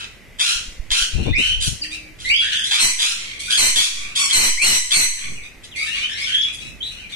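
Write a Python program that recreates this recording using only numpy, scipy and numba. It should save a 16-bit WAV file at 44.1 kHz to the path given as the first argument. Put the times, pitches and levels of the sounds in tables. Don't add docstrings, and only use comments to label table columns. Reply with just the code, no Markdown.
import sys
import numpy as np
from scipy import signal
from scipy.fft import rfft, irfft, next_fast_len
from scipy.io import wavfile
from scipy.ndimage import uniform_filter1d
from numba import njit

SR = 44100
rng = np.random.default_rng(int(sys.argv[2]) if len(sys.argv) > 2 else 0)


def to_wav(s):
    ch = np.atleast_2d(s).T
    pcm = np.round(np.clip(ch, -1, 1) * 32767)
    wavfile.write(sys.argv[1], SR, pcm.astype(np.int16))


def volts(x):
    e = np.asarray(x, float) / 20
    return 10 ** e


N = 315315
LONGEST = 16000


def unit(x):
    return x / np.sqrt(np.mean(x ** 2, axis=-1, keepdims=True))


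def colour(x, spectrum, tilt_db=0.):
    size = next_fast_len(x.shape[-1])
    octave = np.log2(np.maximum(np.arange(size // 2 + 1) * SR / size, 1.))
    hz, db = np.transpose(spectrum)
    gain_db = np.interp(octave, np.log2(hz), db) + tilt_db * np.clip(octave - np.log2(3000), -2, 2)
    return irfft(rfft(x, size) * volts(gain_db), size)[..., :x.shape[-1]]


def wander(noise, hz):
    return unit(signal.lfilter(*signal.butter(2, hz, fs=SR), noise))


def add(track, s, sound):
    i = int(s * SR)
    sound = sound[max(-i, 0):max(N - i, 0)]
    track[max(i, 0):max(i, 0) + len(sound)] += sound


def swell(t, length, rise, fall):
    return np.clip(t / rise, 0, 1) * np.clip((length - t) / fall, 0, 1)


def syrinx(hz, rough, odd_db, chance, wobble, breath_db):
    shake, size, air = chance[:, :len(hz)]
    drift = .05 * rough * wander(size[::-1], 25)
    shaken_hz = hz * (1 + drift + wobble * rough * wander(shake, 473))
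    phase = 2 * np.pi * np.cumsum(shaken_hz) / SR
    k = np.arange(1, int(15000 / hz.max()) + 1)[:, None]
    weight = np.where(k % 2, volts(odd_db), 1)
    partials = unit((weight * np.sin(k * phase)).sum(axis=0))
    smear = volts(9 * rough * wander(size, 200)) + 1.3 * rough * wander(air, 300)
    return partials * smear + volts(breath_db) * rough * air


def screeches():
    # start_s, length_s, pitch_hz, level_db, odd_partials_db
    calls = [
        (2.792, 0.14, 1048, 10, -9),
        (3.569, .16, 1043, 12.5, -9.5),
        (4.162, 0.14, 1088, -7, -1),
        (4.324, 0.19, 1035, 14.5, -9),
        (4.611, .18, 1036, 13, -10.5),
        (4.925, .15, 1045, 12.5, -17),
    ]
    # frequency_hz, gain_db
    throat = [(600, -11.5), (1050, -1), (2100, -5.5), (3000, 7.5), (4250, 5), (5250, 3), (6300, -5),
              (7200, 4), (7800, 10), (8600, 6.5), (9400, 2.5), (10300, -4.5), (11200, -18.5), (14200, -38)]
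    track = np.zeros(N)
    for (s, length, hz, db, odd_db), chance in zip(calls, rng.standard_normal((len(calls), 3, LONGEST))):
        t = np.arange(int(length * SR)) / SR
        pitch = hz * (1.015 - .03 * t / length)
        voice = syrinx(pitch, .45, odd_db, chance, wobble=.085, breath_db=-4)
        add(track, s, volts(db) * unit(colour(voice, throat)) * swell(t, length, .045, .07))
    return track


def rasps(calls, throat, rough, rise, slide):
    track = np.zeros(N)
    for (s, length, hz, db, tilt_db), chance in zip(calls, rng.standard_normal((len(calls), 3, LONGEST))):
        t = np.arange(int(length * SR)) / SR
        pitch = hz * (1 + .4 * (t - length / 2) - slide * np.exp(-t / .025))
        voice = syrinx(pitch, rough, -1.5, chance, wobble=.1, breath_db=-5)
        add(track, s, volts(db) * unit(colour(voice, throat, tilt_db)) * swell(t, length, rise, .5 * length))
    return track


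def near_rasps():
    # start_s, length_s, pitch_hz, level_db, brightness_db_per_octave
    calls = [(-.14, 0.21, 1379, -15, 6.5), (.384, 0.2, 1407, -5.5, 10.5), (.903, 0.18, 1419, -6, 10.5),
             (1.601, .11, 1565, -11, 15.5), (2.185, .087, 1495, -27, 11.5), (2.629, .14, 2160, -14.5, 11.5),
             (2.705, 0.16, 1328, -5, 9), (2.98, .17, 1357, -1, 11.5), (3.495, .13, 1667, -6.5, 11.5),
             (3.749, .14, 1239, 4.5, 12.5), (4.15, 0.055, 1462, -7.5, 13), (4.291, 0.044, 1475, -6.5, 10.5),
             (4.903, 0.062, 1515, 2.5, 10.5), (5.627, 0.043, 1215, -28.5, 12.5),
             (6.523, 0.044, 1430, -24.5, 18)]
    # frequency_hz, gain_db
    throat = [(500, -24), (800, 9), (1200, 5), (1600, 6), (2200, -6), (2850, -1.5), (3300, 8), (3900, 3),
              (4600, -6.5), (6000, -21.5), (7200, -16), (8400, -20.5), (9500, -22), (12000, -56),
              (14200, -56)]
    return rasps(calls, throat, rough=.62, rise=.018, slide=.45)


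def whistles(notes, wobble, second_db, third_db):
    track = np.zeros(N)
    for note, (shake, size) in zip(notes, rng.standard_normal((len(notes), 2, LONGEST))):
        s, hz, db = np.transpose(note)
        t = np.arange(min(int((s[-1] - s[0]) * SR), LONGEST)) / SR
        pitch = np.interp(t + s[0], s, hz) * (1 + wobble * wander(shake, 310)[:len(t)])
        phase = 2 * np.pi * np.cumsum(pitch) / SR
        tone = np.sin(phase) + volts(second_db) * np.sin(2 * phase) + volts(third_db) * np.sin(3 * phase)
        level_db = np.interp(t + s[0], s, db) + 3 * wander(size, 80)[:len(t)]
        add(track, s[0], tone * volts(level_db) * swell(t, t[-1], .008, .015))
    return track


def arched_whistle():
    start_s, top_s, end_s = 4.57, 4.675, 4.785
    t = np.linspace(start_s, end_s, num=24)
    away = np.abs(t - top_s) / (top_s - start_s)
    drop = np.where(t < top_s, away ** 1.7, 0.49 * away ** 2.6)
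    note = np.transpose([t, 2926 - 1056 * drop, -4.5 - 6 * away ** 2])
    return whistles([note], 0.012, -26, -40) * volts([[1.5], [-9]])


def glide(calls, ease, start_db, end_db):
    u = np.linspace(0, 1, num=24)
    shape_db = np.interp(u, [0, .5, 1], [start_db, 0, end_db])
    notes = []
    for s, length, from_hz, to_hz, db in calls:
        moving_s = min(length, .092)
        left = np.maximum(1 - u * length / moving_s, 0) ** ease
        notes.append(np.transpose([s + length * u, to_hz + (from_hz - to_hz) * left, db + shape_db]))
    return notes


def far_whistles():
    # start_s, length_s, first_pitch_hz, last_pitch_hz, level_db
    rising = [(1.25, 0.083, 2225, 2590, -30.5), (1.24, 0.11, 3450, 3640, -23.5),
              (1.325, 0.23, 1848, 3052, -10.5), (1.32, 0.054, 3380, 5780, -31),
              (2.245, 0.1, 1970, 2361, -11), (2.295, .13, 2532, 3372, -4), (2.24, 0.14, 3776, 4793, -17.5),
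              (2.4, .08, 3500, 4010, -22), (2.52, 0.079, 3350, 3490, -12.5),
              (3.465, 0.067, 1337, 1757, -21.5), (4.08, 0.067, 1957, 2260, -56.5),
              (4.148, 0.016, 3100, 3160, -14), (4.59, 0.039, 2118, 2434, -3),
              (5.755, 0.078, 4400, 4670, -21), (5.755, 0.079, 2060, 2310, -20),
              (5.86, 0.11, 2690, 2856, -24.5), (6.02, 0.0526, 2860, 3196, -14),
              (6.11, .05, 3500, 3900, -28), (6.1, .06, 5220, 5540, -33), (6.15, .11, 3960, 5300, -26),
              (6.14, .11, 2085, 2220, -23), (6.32, 0.15, 3176, 3390, -7), (6.803, 0.045, 3050, 3613, -16),
              (6.82, .1, 3796, 3960, -20.5)]
    # start_s, length_s, first_pitch_hz, last_pitch_hz, level_db
    falling = [(1.812, 0.028, 4980, 4650, -14.5), (1.82, 0.042, 3860, 1733, -29),
               (1.89, 0.22, 3240, 2340, -42.5), (5.35, 0.079, 3100, 2158, -35.5),
               (5.71, 0.073, 3900, 2200, -31), (5.83, 0.076, 3980, 3780, -28),
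               (5.8, 0.053, 1276, 1280, -31), (6.24, .05, 3790, 3255, -17),
               (6.41, 0.053, 6500, 2500, -27.5), (6.99, 0.079, 3150, 2330, -35.5),
               (7.125, .04, 3780, 3380, -19)]
    # start_s, length_s, first_pitch_hz, last_pitch_hz, level_db
    coo = [
        (1.79, .33, 305, 309, -45),
    ]
    notes = glide(rising, 1.3, -5, 1) + glide(falling, 2.2, 3, 2)
    return whistles(notes, .02, -31, -42) + whistles(glide(coo, 1, 0, -4), .004, -27, -44)


def chatter():
    # start_s, length_s, pitch_hz, level_db, brightness_db_per_octave
    calls = [(1.1, 0.28, 1407, -30, 11), (1.365, 0.22, 1433, -18, 13), (1.82, .06, 1587, -26, 16),
             (1.9, 0.079, 1330, -23.5, 14.5), (2.24, 0.13, 1987, -23, 17), (2.4, 0.22, 1700, -15, 9),
             (2.5, 0.2, 1625, -17.5, 11), (3.15, 0.33, 1126, -28.5, 10), (3.385, 0.23, 1246, -23, 17),
             (3.95, 0.26, 1224, -31.5, 2), (5.17, 0.13, 1128, -20.5, 5), (5.42, 0.075, 1255, -33, 11.5),
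             (5.75, .25, 1317, -24, 16.5), (5.85, .086, 1928, -22, 8), (5.95, 0.16, 1427, -27, 10),
             (6.08, 0.13, 1857, -22, 9.5), (5.92, 0.17, 1173, -19.5, 9.5), (6.16, 0.17, 1144, -20, 12.5),
             (6.26, 0.16, 1705, -19, 9.5), (6.43, .11, 1258, -26.5, 9.5), (6.58, 0.15, 1288, -29.5, 14.5),
             (6.83, 0.16, 1406, -35, 18), (6.9, 0.2, 1460, -34.5, 10.5), (7.09, .11, 1240, -28, 11.5)]
    # frequency_hz, gain_db
    throat = [(700, -2), (1200, 3), (1600, 6.5), (2300, 3), (3100, 4.5), (4000, -0.5), (5200, -21),
              (7000, -27), (9000, -25), (14200, -80.5)]
    return rasps(calls, throat, rough=.5, rise=.016, slide=.2)


def wings():
    # middle_s, left_db, right_db, width_s
    beats = [
        (.563, -24, -36, 0.0046),
        (0.685, -24, -27, 0.0046),
        (0.802, -25, -12.5, 0.0037),
        (.921, -13, -24, 0.0043),
        (1.027, -18, -21, 0.0051),
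        (1.14, -12, -22, 0.0044),
    ]
    t = np.arange(N) / SR
    pressure = np.zeros((2, N))
    for s, left_db, right_db, width in beats:
        pressure -= volts([[left_db], [right_db]]) * np.exp(-.5 * ((t - s) / width) ** 2)
    return pressure


def gust_rumble(gusts):
    track = np.zeros(N)
    for (s, length, db, top_hz), noise in zip(gusts, rng.standard_normal((len(gusts), LONGEST))):
        eddies = unit(colour(noise, [(8, -12), (25, 0), (top_hz, -6), (4 * top_hz, -34), (15000, -90)]))
        n = int(length * SR)
        add(track, s - length / 2, volts(db) * eddies[:n] * np.hanning(n))
    return track


def draught():
    # middle_s, length_s, level_db, top_hz
    left_gusts = [
        (1.16, 0.056, -12, 92.5),
        (1.205, 0.12, -15, 195),
        (1.28, 0.075, -11.5, 315),
        (1.315, 0.035, -7.5, 112),
        (1.4, 0.077, -20.5, 280),
        (1.52, 0.082, -19.5, 60),
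        (1.59, 0.13, -23, 49.6),
        (1.68, 0.043, -17.5, 165),
        (1.73, 0.094, -22, 111),
    ]
    # middle_s, length_s, level_db, top_hz
    right_gusts = [
        (1.2, 0.1, -23, 98),
        (1.27, .08, -25, 120),
        (1.34, 0.11, -15, 59.5),
        (1.47, 0.16, -27, 60.7),
        (1.62, 0.16, -26, 79.4),
        (2.3, .32, -35, 110),
        (5.3, 0.27, -33.5, 200),
        (6.7, .33, -36.5, 202),
    ]
    return np.array([gust_rumble(left_gusts), gust_rumble(right_gusts)])


def room(x, direct_db, early_db, lag):
    # frequency_hz, t60_s
    decay = [(300, .55), (2500, .5), (6000, .55), (12000, .52)]
    t = np.arange(SR) / SR
    noise = rng.standard_normal((2, SR))
    tail = 0
    for k, (_, t60) in enumerate(decay):
        band = [(hz, 0 if j == k else -40) for j, (hz, _) in enumerate(decay)]
        tail = tail + colour(noise, band) * 1000 ** (-t / t60)
    tail = tail * (1 + volts(early_db) * np.exp(-t / 0.032))
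    tail = tail / np.sqrt((tail ** 2).sum(axis=1, keepdims=True))
    tail[0, max(lag, 0)] += volts(direct_db)
    tail[1, max(-lag, 0)] += volts(direct_db)
    return signal.fftconvolve(x[None], tail, axes=1)[:, :N]


def house():
    # frequency_hz, density_db_per_hz
    spectrum = [(12, -42.5), (20, 6.5), (71, 0), (527, -13.5), (817, -19), (964, -21), (1420, -19),
                (1810, -15.5), (1970, -8.5), (3710, -23.5), (14200, -34.5)]
    shared, left, right, drift = rng.standard_normal((4, N))
    floor = volts(-44) * unit(colour(np.array([left, right]) + 1.16 * shared, spectrum))
    bass = signal.lfilter(*signal.butter(2, 250, fs=SR), floor)
    return floor + bass * (volts(1.07 * wander(drift, 5.0)) - 1)


def scene():
    # time_s, left_minus_right_db
    flock_pan = [(0, -.5), (.7, .5), (1.5, 0), (3.2, -.5), (5, 0), (6.2, 1.5), (7.15, 1.5)]
    birds = room(screeches(), -10, 9, -30) + room(near_rasps(), -10, 5, 18)
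    birds = birds + room(far_whistles() + chatter(), -10, 4, -22)
    pan_db = np.interp(np.arange(N) / SR, *np.transpose(flock_pan))
    birds = birds * volts(np.array([pan_db, -pan_db]) / 2)
    return birds + arched_whistle() + wings() + draught() + house()


@njit
def follow(x, attack, release):
    out, e = np.empty(len(x)), 0.
    for i in range(len(x)):
        e += (x[i] - e) * (attack if x[i] > e else release)
        out[i] = e
    return out


def squelch(x):
    masked_db, chance_db, from_hz = -3.5, 1.6, 3000
    hz, _, z = signal.stft(x, SR, nperseg=1024)
    power = uniform_filter1d((np.abs(z) ** 2).sum(axis=0), size=3, axis=1) + 1e-18
    band_db = 10 * np.log10(uniform_filter1d(power, size=4, axis=0))
    luck = np.kron(rng.standard_normal((129, power.shape[1] // 6 + 1)), np.ones((4, 6)))
    luck = luck[:len(hz), :power.shape[1]]
    under_db = np.maximum(band_db - uniform_filter1d(band_db, size=41, axis=0), masked_db + .5)
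    keep = np.clip(under_db - masked_db + chance_db * luck, 0, 1) + (hz < from_hz)[:, None]
    return signal.istft(z * np.clip(keep, .03, 1), SR, nperseg=1024)[1][:, :N]


def low_pass(x):
    return signal.sosfilt(signal.butter(12, 14400, fs=SR, output="sos"), x)


def record(dry):
    excess = np.maximum(dry - np.array([[1.5], [1.3]]), 0)
    sag = volts(4.0) * signal.lfilter(*signal.butter(1, 6, fs=SR), excess)
    sensed = signal.lfilter(*signal.butter(2, 2.2, "high", fs=SR), dry - excess - sag)
    loudness = follow(np.abs(sensed).max(axis=0), 1 / (0.00015 * SR), 1 / (.12 * SR))
    gain = np.minimum(volts(-4.5) / (loudness + 1e-9), 1) ** 0.83
    rounded = .62 * np.tanh(sensed * gain / .62)
    top = signal.ellip(8, .3, 60, 14050, fs=SR, output="sos")
    mix = signal.sosfilt(top, squelch(rounded))
    return low_pass(mix)


dry = scene()
out = record(dry)
to_wav(out)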